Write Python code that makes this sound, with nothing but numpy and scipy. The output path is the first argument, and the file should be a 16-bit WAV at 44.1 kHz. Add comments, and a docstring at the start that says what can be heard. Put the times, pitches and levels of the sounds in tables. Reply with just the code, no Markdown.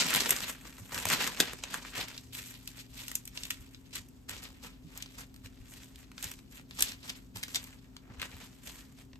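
"""A dense papery rustle broken by loud snaps: gloved hands lift and smooth baking paper on a kitchen worktop.
Buckling creases are sums of tiny band-passed clicks; a table of swells and fades sets the rustle level.
Soft pushes on the worktop add low thuds as short decaying swings, and hard walls add a diffuse tail.
Behind them a fan gives shaped noise and wandering tones; a phone picks it all up at two ports."""
import sys
import numpy as np
from scipy import signal
from scipy.fft import rfft, irfft, next_fast_len
from scipy.io import wavfile
from scipy.ndimage import uniform_filter1d

SR = 44100
rng = np.random.default_rng(int(sys.argv[2]) if len(sys.argv) > 2 else 0)


def int16_out(signal):
    """Quantize to a 16-bit WAV file."""
    q = np.round(np.clip(np.atleast_2d(signal).T, -1, 1) * 32767)
    wavfile.write(sys.argv[1], SR, q.astype(np.int16))


N = 405279

# colour of the rustle, fuller for the lifted sheet, thinner for gloves:
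# [t/s, body under 3.8 kHz/dB, sheen over 5.5 kHz/dB], both weighted by frequency
RUSTLE_COLOUR = [(0, -1, -9), (.8, 3.5, 0.5), (1.5, 2.5, -10.5), (2.05, 1, -8.5), (2.4, -9.5, -1.5),
                 (3.4, -4, -4.5), (4.2, -5.5, -5.5), (4.5, 1.5, -9), (5.2, -0.5, -7.5), (6.0, -5, -7),
                 (6.5, -5, -4.5), (6.82, -6, -7.5), (7.3, 0.5, -5), (7.55, -6, -5.5), (8.02, 9, -12),
                 (8.11, 19.5, -28), (8.2, 1, -13), (8.7, -1, -2.5), (9.2, 1, -2.5)]


def rustle(per_s=6000, scatter_db=2.5, flurry_db=2.0):
    """Crackling noise: a dense random train of small cracks, a few larger, coming in flurries."""
    time_draw, sign_draw, size_draw = rng.random((int(per_s * N / SR), 3)).T
    s = time_draw * N / SR
    db = stir_db(s)
    flurry = (walk(45) + walk(160))[(s * SR).astype(int)]
    large_db = np.minimum(-scatter_db * np.log(size_draw), 12.0)
    size = np.sign(sign_draw - .5) * undb(db + flurry_db * flurry + large_db)
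    body_db, sheen_db = curve(RUSTLE_COLOUR, s)
    return cracks(s, size, body_db, sheen_db, 0.56, spread=4.4, colour_db=4.0)


def stir_db(s):
    """Energy addition: swells, fades and a settling tail after each peak sum as powers to one rustle level."""
    # swells and fades of the rustle; a long rub may take two rows:
    # [loudest t/s, level/dB, swell over 20 dB/s, fade over 20 dB/s]
    swells = [(0.0, -27, .1, 0.094), (.16, -34, 0.46, 0.33), (0.322, -35.5, 0.021, 0.07),
              (0.489, -40, 0.49, 0.057), (.68, -49.5, 0.096, 0.021), (.78, -53, 0.027, 0.07),
              (.935, -42.5, 0.036, 0.63), (1.121, -29.5, 0.053, 0.077), (1.28, -38, 0.37, 0.11),
              (1.409, -38, 0.05, 0.18), (1.64, -53, 0.16, 0.89), (1.739, -43, 0.058, 0.18),
              (1.986, -37, 0.082, 0.11), (2.19, -57.5, 0.99, 0.03), (2.335, -42.5, 0.013, 0.3),
              (2.68, -56, 0.015, 0.032), (2.799, -52.5, 0.17, 0.12), (2.967, -46.5, 0.067, 0.3),
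              (3.16, -49.5, 0.18, 0.029), (3.36, -54, 0.1, 0.63), (3.45, -54, 0.12, 0.058),
              (3.52, -62, .2, 0.21), (3.96, -45.5, 0.059, 0.061), (4.29, -42.5, 0.0059, 0.23),
              (4.45, -48, 0.07, 0.071), (4.648, -47, 0.045, 0.077), (4.98, -53.5, 0.14, 0.15),
              (5.209, -50, 0.15, 0.055), (5.45, -57, 0.048, 0.069), (5.75, -58.5, 0.45, 0.52),
              (6.03, -55.5, 0.08, 0.041), (6.18, -50.5, 0.014, 0.11), (6.24, -44, 0.06, 0.14),
              (6.57, -50, 0.087, 0.04), (6.818, -35, 0.069, 0.13), (7.05, -46.5, 0.048, 0.15),
              (7.359, -47.5, 0.015, 0.13), (7.559, -39, 0.072, 0.077), (7.639, -60, .1, 0.26),
              (8.1, -69, 0.022, 0.19), (8.228, -43.5, 0.046, 0.1), (8.44, -52.5, 0.32, 0.071),
              (8.672, -50, 0.042, 0.24), (8.78, -58.5, 0.61, 0.13), (9.01, -60, 0.095, 0.048), ]
    settle_db, settle_s = -19, 0.36  # paper settling: level under the row's peak, time to fade 20 dB
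    t = np.arange(0, N / SR + .01, .002)
    at, db, swell, fade = np.transpose(swells)[:, :, None]
    late = t - at
    stroke = undb(db - 20 * np.where(late < 0, -late / swell, late / fade))
    settle = (late > 0) * undb(db + settle_db - 20 * late / settle_s)
    power = np.sum(stroke ** 2 + settle ** 2, axis=0)
    return np.interp(s, t, 10 * np.log10(power))


def snaps(table, t60=.017, count=110, lead_s=.003, lead_db=22, give_db=-0.5, swarm_db=-8.0, thin_db=-4):
    """Buckling avalanche: a fold creaks up for a moment, gives way, and its swarm of cracks dies out."""
    s, db, body_db, sheen_db = (np.repeat(c, count) for c in np.transpose(table))
    time_draw, sign_draw = rng.random((len(s), 2)).T
    late = (.6 * t60 + lead_s) * time_draw - lead_s
    late[::count] = 0  # one crack at the moment of giving way has its own level
    db = db + np.where(late == 0, give_db, swarm_db)
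    fall_db = np.where(late < 0, -lead_db * late / lead_s, 60 * late / t60)
    size = np.sign(sign_draw - .5) * undb(db - fall_db)
    return cracks(s + .0015 + late, size, body_db, sheen_db, 1.0, spread=1.0, colour_db=0.5, bass_db=thin_db)


def ticks(per_s=60, over_db=15.0, scatter_db=3.0):
    """Random buckling: small creases give way at chance times, their level following the rustle."""
    time_draw, size_draw = rng.random((int(per_s * N / SR), 2)).T
    s = time_draw * N / SR
    body_db, sheen_db = curve(RUSTLE_COLOUR, s)
    large_db = np.minimum(-scatter_db * np.log(size_draw), 5.0)
    tick_db = stir_db(s) + over_db + large_db
    table = np.transpose([s, tick_db, body_db - 3.5, sheen_db])
    return snaps(table, t60=.009, count=40, give_db=-12.0)


def cracks(s, size, body_db, sheen_db, pan_db, spread, colour_db, bass_db=0, patchy_db=2.4):
    """Impulse response: each click excites a bank of bands, with its own colour, delay and level at two ports."""
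    # where the busy hand is: [t/s, lag of left port behind right/samples]
    hand = [(0, 2), (1.4, -1), (2, 2), (3.9, 5.5), (4.2, -4.5), (5.3, -9.5), (5.6, 1.5), (6.3, 1.5),
            (6.6, -10), (8.2, -5), (8.6, 1.5), (9.2, -2)]
    # colour of one crack, before the scaling by band frequency: [f/Hz, level/dB]
    crack_bands = [(180, -4.5), (350, -5.5), (750, -3.5), (1450, 3), (2300, 7), (3800, 8.5), (6000, 7),
                   (9000, 12.5), (13500, -2)]
    chance = rng.standard_normal((len(s), len(crack_bands) + 1)).T
    place = chance[-1]  # sideways place on the sheet
    lag = curve(hand, s)[0] + spread * place
    sides = (1, -1)  # left, right
    arrivals = [np.clip(s * SR + side * lag / 2, 0, N - 1).astype(int) for side in sides]
    out = 0
    for k, ((hz, db), own) in enumerate(zip(crack_bands, chance)):
        low = np.clip(0.53 * np.log2(3800 / hz), 0, 0.9)
        high = np.clip(np.log2(hz / 5500), 0, 1)
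        patch_db = patchy_db * walk(50)[arrivals[0]]  # each patch of the sheet favours other bands
        tint_db = low * body_db + high * sheen_db + colour_db * own
        gain = size * undb(db + tint_db + patch_db + bass_db * (hz < 1000))
        balance_db = pan_db + 5.87 * (hz < 1000) * place  # left over right
        train = [np.bincount(i, gain * undb(side * balance_db / 2), N) for i, side in zip(arrivals, sides)]
        # neighbouring bands alternate in sign
        out = out + (-1) ** k * band(np.array(train), hz, 0.73 * hz) / np.sqrt(hz / 3000)
    return out


def thuds(t60=0.12, rise_s=0.0043):
    """Damped vibration: the worktop answers a soft push with a short low swing and an upper partial."""
    # palms pushing on the worktop: [t/s, level of the decay at its start/dB, f/Hz]
    pushes = [(0.298, -46, 143), (0.809, -37.5, 107), (0.951, -38.5, 103.6), (1.054, -33, 99),
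              (1.393, -45, 175), (1.524, -40.5, 153), (1.754, -43, 160), (1.974, -42, 108.4),
              (3.596, -40.5, 72.4), (3.984, -42, 90), (4.307, -40, 95), (4.843, -38.5, 162),
              (5.44, -42, 100.4), (5.602, -39, 58), (6.252, -40.5, 90), (6.82, -40, 57.6), (7.35, -37, 108),
              (8.1, -43, 111), (8.18, -37, 70), (8.339, -39.5, 79.5)]
    out = np.zeros(N + SR)
    t = np.arange(SR // 3) / SR
    for s, db, hz in pushes:
        swing = np.sin(2 * np.pi * hz * t) + 0.52 * np.sin(2 * np.pi * 1.73 * hz * t)
        i = int(s * SR)
        out[i:i + len(t)] += undb(db - 60 * t / t60) * (1 - np.exp(-t / rise_s)) * swing
    return out[:N]


def kitchen(x, t60=0.13, tail_db=-11):
    """Reverberation: hard walls return a short, diffuse, exponentially decaying tail, different at each port."""
    t = np.arange(SR // 2) / SR
    tail = rng.standard_normal((2, len(t))) * undb(-60 * t / t60) * np.clip(t / 0.0048, 0, 1)
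    tail = signal.lfilter([.6], [1, -.4], tail)  # soften the treble
    tail = tail * undb(tail_db) / np.sqrt(np.sum(tail ** 2, axis=1, keepdims=True))
    return x + signal.fftconvolve(x, tail, axes=1)[:, :N]


def fan(side_db=-1.0, side_hz=200):
    """Broadband and tonal noise: a shaped rumble, alike at both ports in the deep bass, and wandering tones."""
    # rumble, relative spectrum: [f/Hz, level per Hz/dB]
    rumble = [(18, -31), (35, -5), (64, -2.5), (110, -10.5), (190, -10), (300, -14), (450, -25.5),
              (800, -30.5), (2000, -39), (6000, -42.5), (15000, -46)]
    # tones: [f/Hz, wander (twice its spread)/Hz, mean level before tilt and drone/dB]
    hum = [(50, 4.44, -61), (117.8, 4, -61.5), (146, 1.3, -67.5), (192.4, 3.9, -68), (245.4, 2.07, -63.5),
           (265, 1.46, -59), (402, 3.5, -73.5)]
    # the second tone drones louder for a while: [from t/s, to t/s, rise/dB]
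    drone = (1.95, 3.2, 5.2)
    hz = np.maximum(np.arange(N // 2 + 1) * SR / N, 1)
    rumble_hz, rumble_db = np.transpose(rumble)
    shape = undb(np.interp(np.log(hz), np.log(rumble_hz), rumble_db))
    noise = irfft(rfft(rng.standard_normal((2, N))) * shape, N)
    mid, side = level(noise, -57.5)
    high_pass = signal.butter(1, side_hz, "highpass", fs=SR, output="sos")
    side = undb(side_db) * signal.sosfilt(high_pass, side)
    t = np.arange(N) / SR
    drone_db = drone[2] * uniform_filter1d(1. * (t > drone[0]) * (t < drone[1]), SR // 5)
    tones = 0
    for f, wander, db in hum:
        tilt_db = (f > side_hz) * np.array([[1.5], [-1.5]])
        tone_db = db + drone_db * (f == hum[1][0]) + .7 * walk(8.2) + tilt_db
        phase = 2 * np.pi * np.cumsum(f + wander / 2 * walk(12)) / SR
        tones = tones + undb(tone_db) * np.sin(phase)
    return undb([[.6], [-.6]]) * (mid + tones + side * np.array([[1], [-1]]))


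def undb(db):
    """Logarithmic level: decibels to amplitude gain."""
    return 10 ** (np.asarray(db) / 20)


def level(x, db):
    """Root mean square: scale a signal to an rms level."""
    return x * undb(db) / np.sqrt(np.mean(x ** 2))


def curve(table, s):
    """Linear interpolation: columns of a table read at times s."""
    t, *columns = np.transpose(table)
    return [np.interp(s, t, c) for c in columns]


def band(x, hz, width):
    """Resonance: causal band-pass, centre and width in Hz."""
    return signal.sosfilt(signal.butter(2, [hz - width / 2, hz + width / 2], "bandpass", fs=SR, output="sos"), x)


def walk(rate):
    """Slow random modulation: random levels held 1 / rate s and slewed; spread near 1."""
    k = int(SR / rate)
    held = np.repeat(rng.standard_normal(N // k + 1), k)
    return 1.315 * uniform_filter1d(held, k)[:N]


def scene():
    """Superposition: hands and paper reverberate in the kitchen, over the fan."""
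    # creases that snap: [t/s, level before colouring/dB, body/dB, sheen/dB]
    creases = [(0.005, -20, 0, -7), (0.012, -23, 1, -10), (0.104, -13, -3, -3), (0.1384, -14, -11, 2),
               (0.1474, -9.5, 1, -6), (0.1594, -16, -11, 3), (0.2044, -14, -2, -3), (0.258, -14, 1, -17),
               (0.2915, -16, 5, 7), (0.306, -9, -13, 0), (0.326, -18, -11, -4), (0.363, -18.5, -7, 1),
               (0.404, -18.5, -5, -15), (0.4375, -32, 3, -10), (0.4963, -23.5, 0, -12),
               (0.7253, -37, 7, -20), (0.92, -27, 1, -8), (0.9448, -17, -26, -10.5), (0.9766, -20, -5, -11),
               (1.053, -13.5, 3, 0), (1.0865, -17, -18, -7), (1.1, -11.5, 2, -6), (1.122, -20, 0, -17),
               (1.133, -24, 0, -18), (1.2135, -27, -16, -14), (1.2231, -17, 1, -3), (1.274, -18, 1, -3),
               (1.346, -29, 4, -19), (1.372, -27, 0, -21), (1.4013, -1, 1.5, -7.5), (1.407, -8.5, -15, -5),
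               (1.532, -26, 10, -3), (1.6362, -14.5, -6, -16), (1.7414, -18, 0.5, 0),
               (1.849, -34, 16.5, -12), (1.956, -26, -2, -9), (1.978, -24.5, 2, -5), (2.0823, -26, -27, -4),
               (2.1767, -22, -36, -8.5), (2.6746, -24.5, -19, -3), (2.78, -30.5, 0, -24),
               (2.9755, -37, -19, 4), (3.0806, -22.5, -18, -5), (3.1145, -25.5, -5, 8),
               (3.1528, -13.5, -34, -2), (3.253, -30, -33, -1), (3.2757, -26, -27, -2),
               (3.3738, -14, -17, -21), (3.4336, -20, -22, -11), (3.452, -23, -18, -11),
               (3.494, -43, -19, -5), (3.5047, -13.5, -16, 1), (3.512, -23, -19, -12),
               (3.7452, -32.5, -12, -46), (3.9554, -20, -26, 1), (3.966, -31, -15, 0), (3.979, -29, -9, -4),
               (4.0855, -44.5, -11.5, 4), (4.293, -25, -0.5, 4), (4.4363, -33.5, -14, 1),
               (4.975, -28.5, -23, 6.5), (5.0232, -22.5, -8, -10), (5.059, -32, -4, -34),
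               (5.3415, -37, -6.5, -1), (5.361, -36.5, -14.5, -3), (5.458, -34.5, -9, -18),
               (5.737, -34, -15, -2), (5.8325, -33, -17, -28), (5.9574, -33.5, -29, -10),
               (5.988, -42, -21, -8), (6.1154, -35, -3, -10), (6.1789, -27, -10, -16),
               (6.226, -20.5, -16, 0.5), (6.2414, -20.5, -31, 1), (6.3145, -30.5, -3, 1),
               (6.3887, -34.5, -7, -11.5), (6.556, -36, -9, -4), (6.595, -38.5, 7, -16),
               (6.7088, -32, 5, -7.5), (6.7934, -16, -34, -11), (6.806, -15, -29, -1),
               (6.8226, -3.5, -16.5, -1.5), (6.9186, -21, -12, -17), (7.0945, -17.5, -20, -9),
               (7.099, -19, -18.5, -13), (7.3582, -29.5, -13, -7), (7.3696, -27, -20, -3),
               (7.4295, -20.5, -17, -3), (7.434, -17.5, -15, -7), (7.481, -28, 4, -11),
               (7.5455, -17, -24, -7), (7.5565, -10, -13, -12), (7.64, -28.5, -25, 0.5),
               (7.728, -37.5, -2, -18), (7.965, -31, -6, -15), (8.1964, -26.5, -1.5, -13.5),
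               (8.216, -17.5, -7, -8), (8.3663, -40, 15, 10), (8.672, -25.5, -17, -9.5),
               (9.131, -44, 10, -17), (9.156, -42.5, 3, -14)]
    return kitchen(rustle() + ticks() + snaps(creases) + thuds()) + fan()


def record(dry):
    """Stereo crossover: two ports below the split; above it the left mostly feeds both sides, phase-shifted."""
    # phase by which the left channel leads in the treble: [f/Hz, phase/rad]
    port_phase = [(6000, 0.0), (7500, -0.1), (9500, -2.9), (10900, -3.4), (12000, -6.1), (13800, -6.3),
                  (14700, -9.2), (16200, -9.45)]
    split_hz, top_hz = 6970, 16300
    size = next_fast_len(N + 4096)
    hz = np.arange(size // 2 + 1) * SR / size
    left, right = rfft(dry, size)
    share = 1 / (1 + (split_hz / np.maximum(hz, 1)) ** 12)  # 0 in the bass, 1 in the treble
    shifted = left * np.exp(-1j * np.interp(hz, *np.transpose(port_phase)))
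    treble = 0.92 * shifted + 0.22 * right
    right = np.sqrt(1 - share) * right + np.sqrt(share) * treble
    pair = irfft(np.array([left, right]), size)[:, :N]
    return signal.sosfilt(signal.ellip(10, .2, 80, top_hz, fs=SR, output="sos"), pair)


dry = scene()
out = record(dry)
int16_out(out)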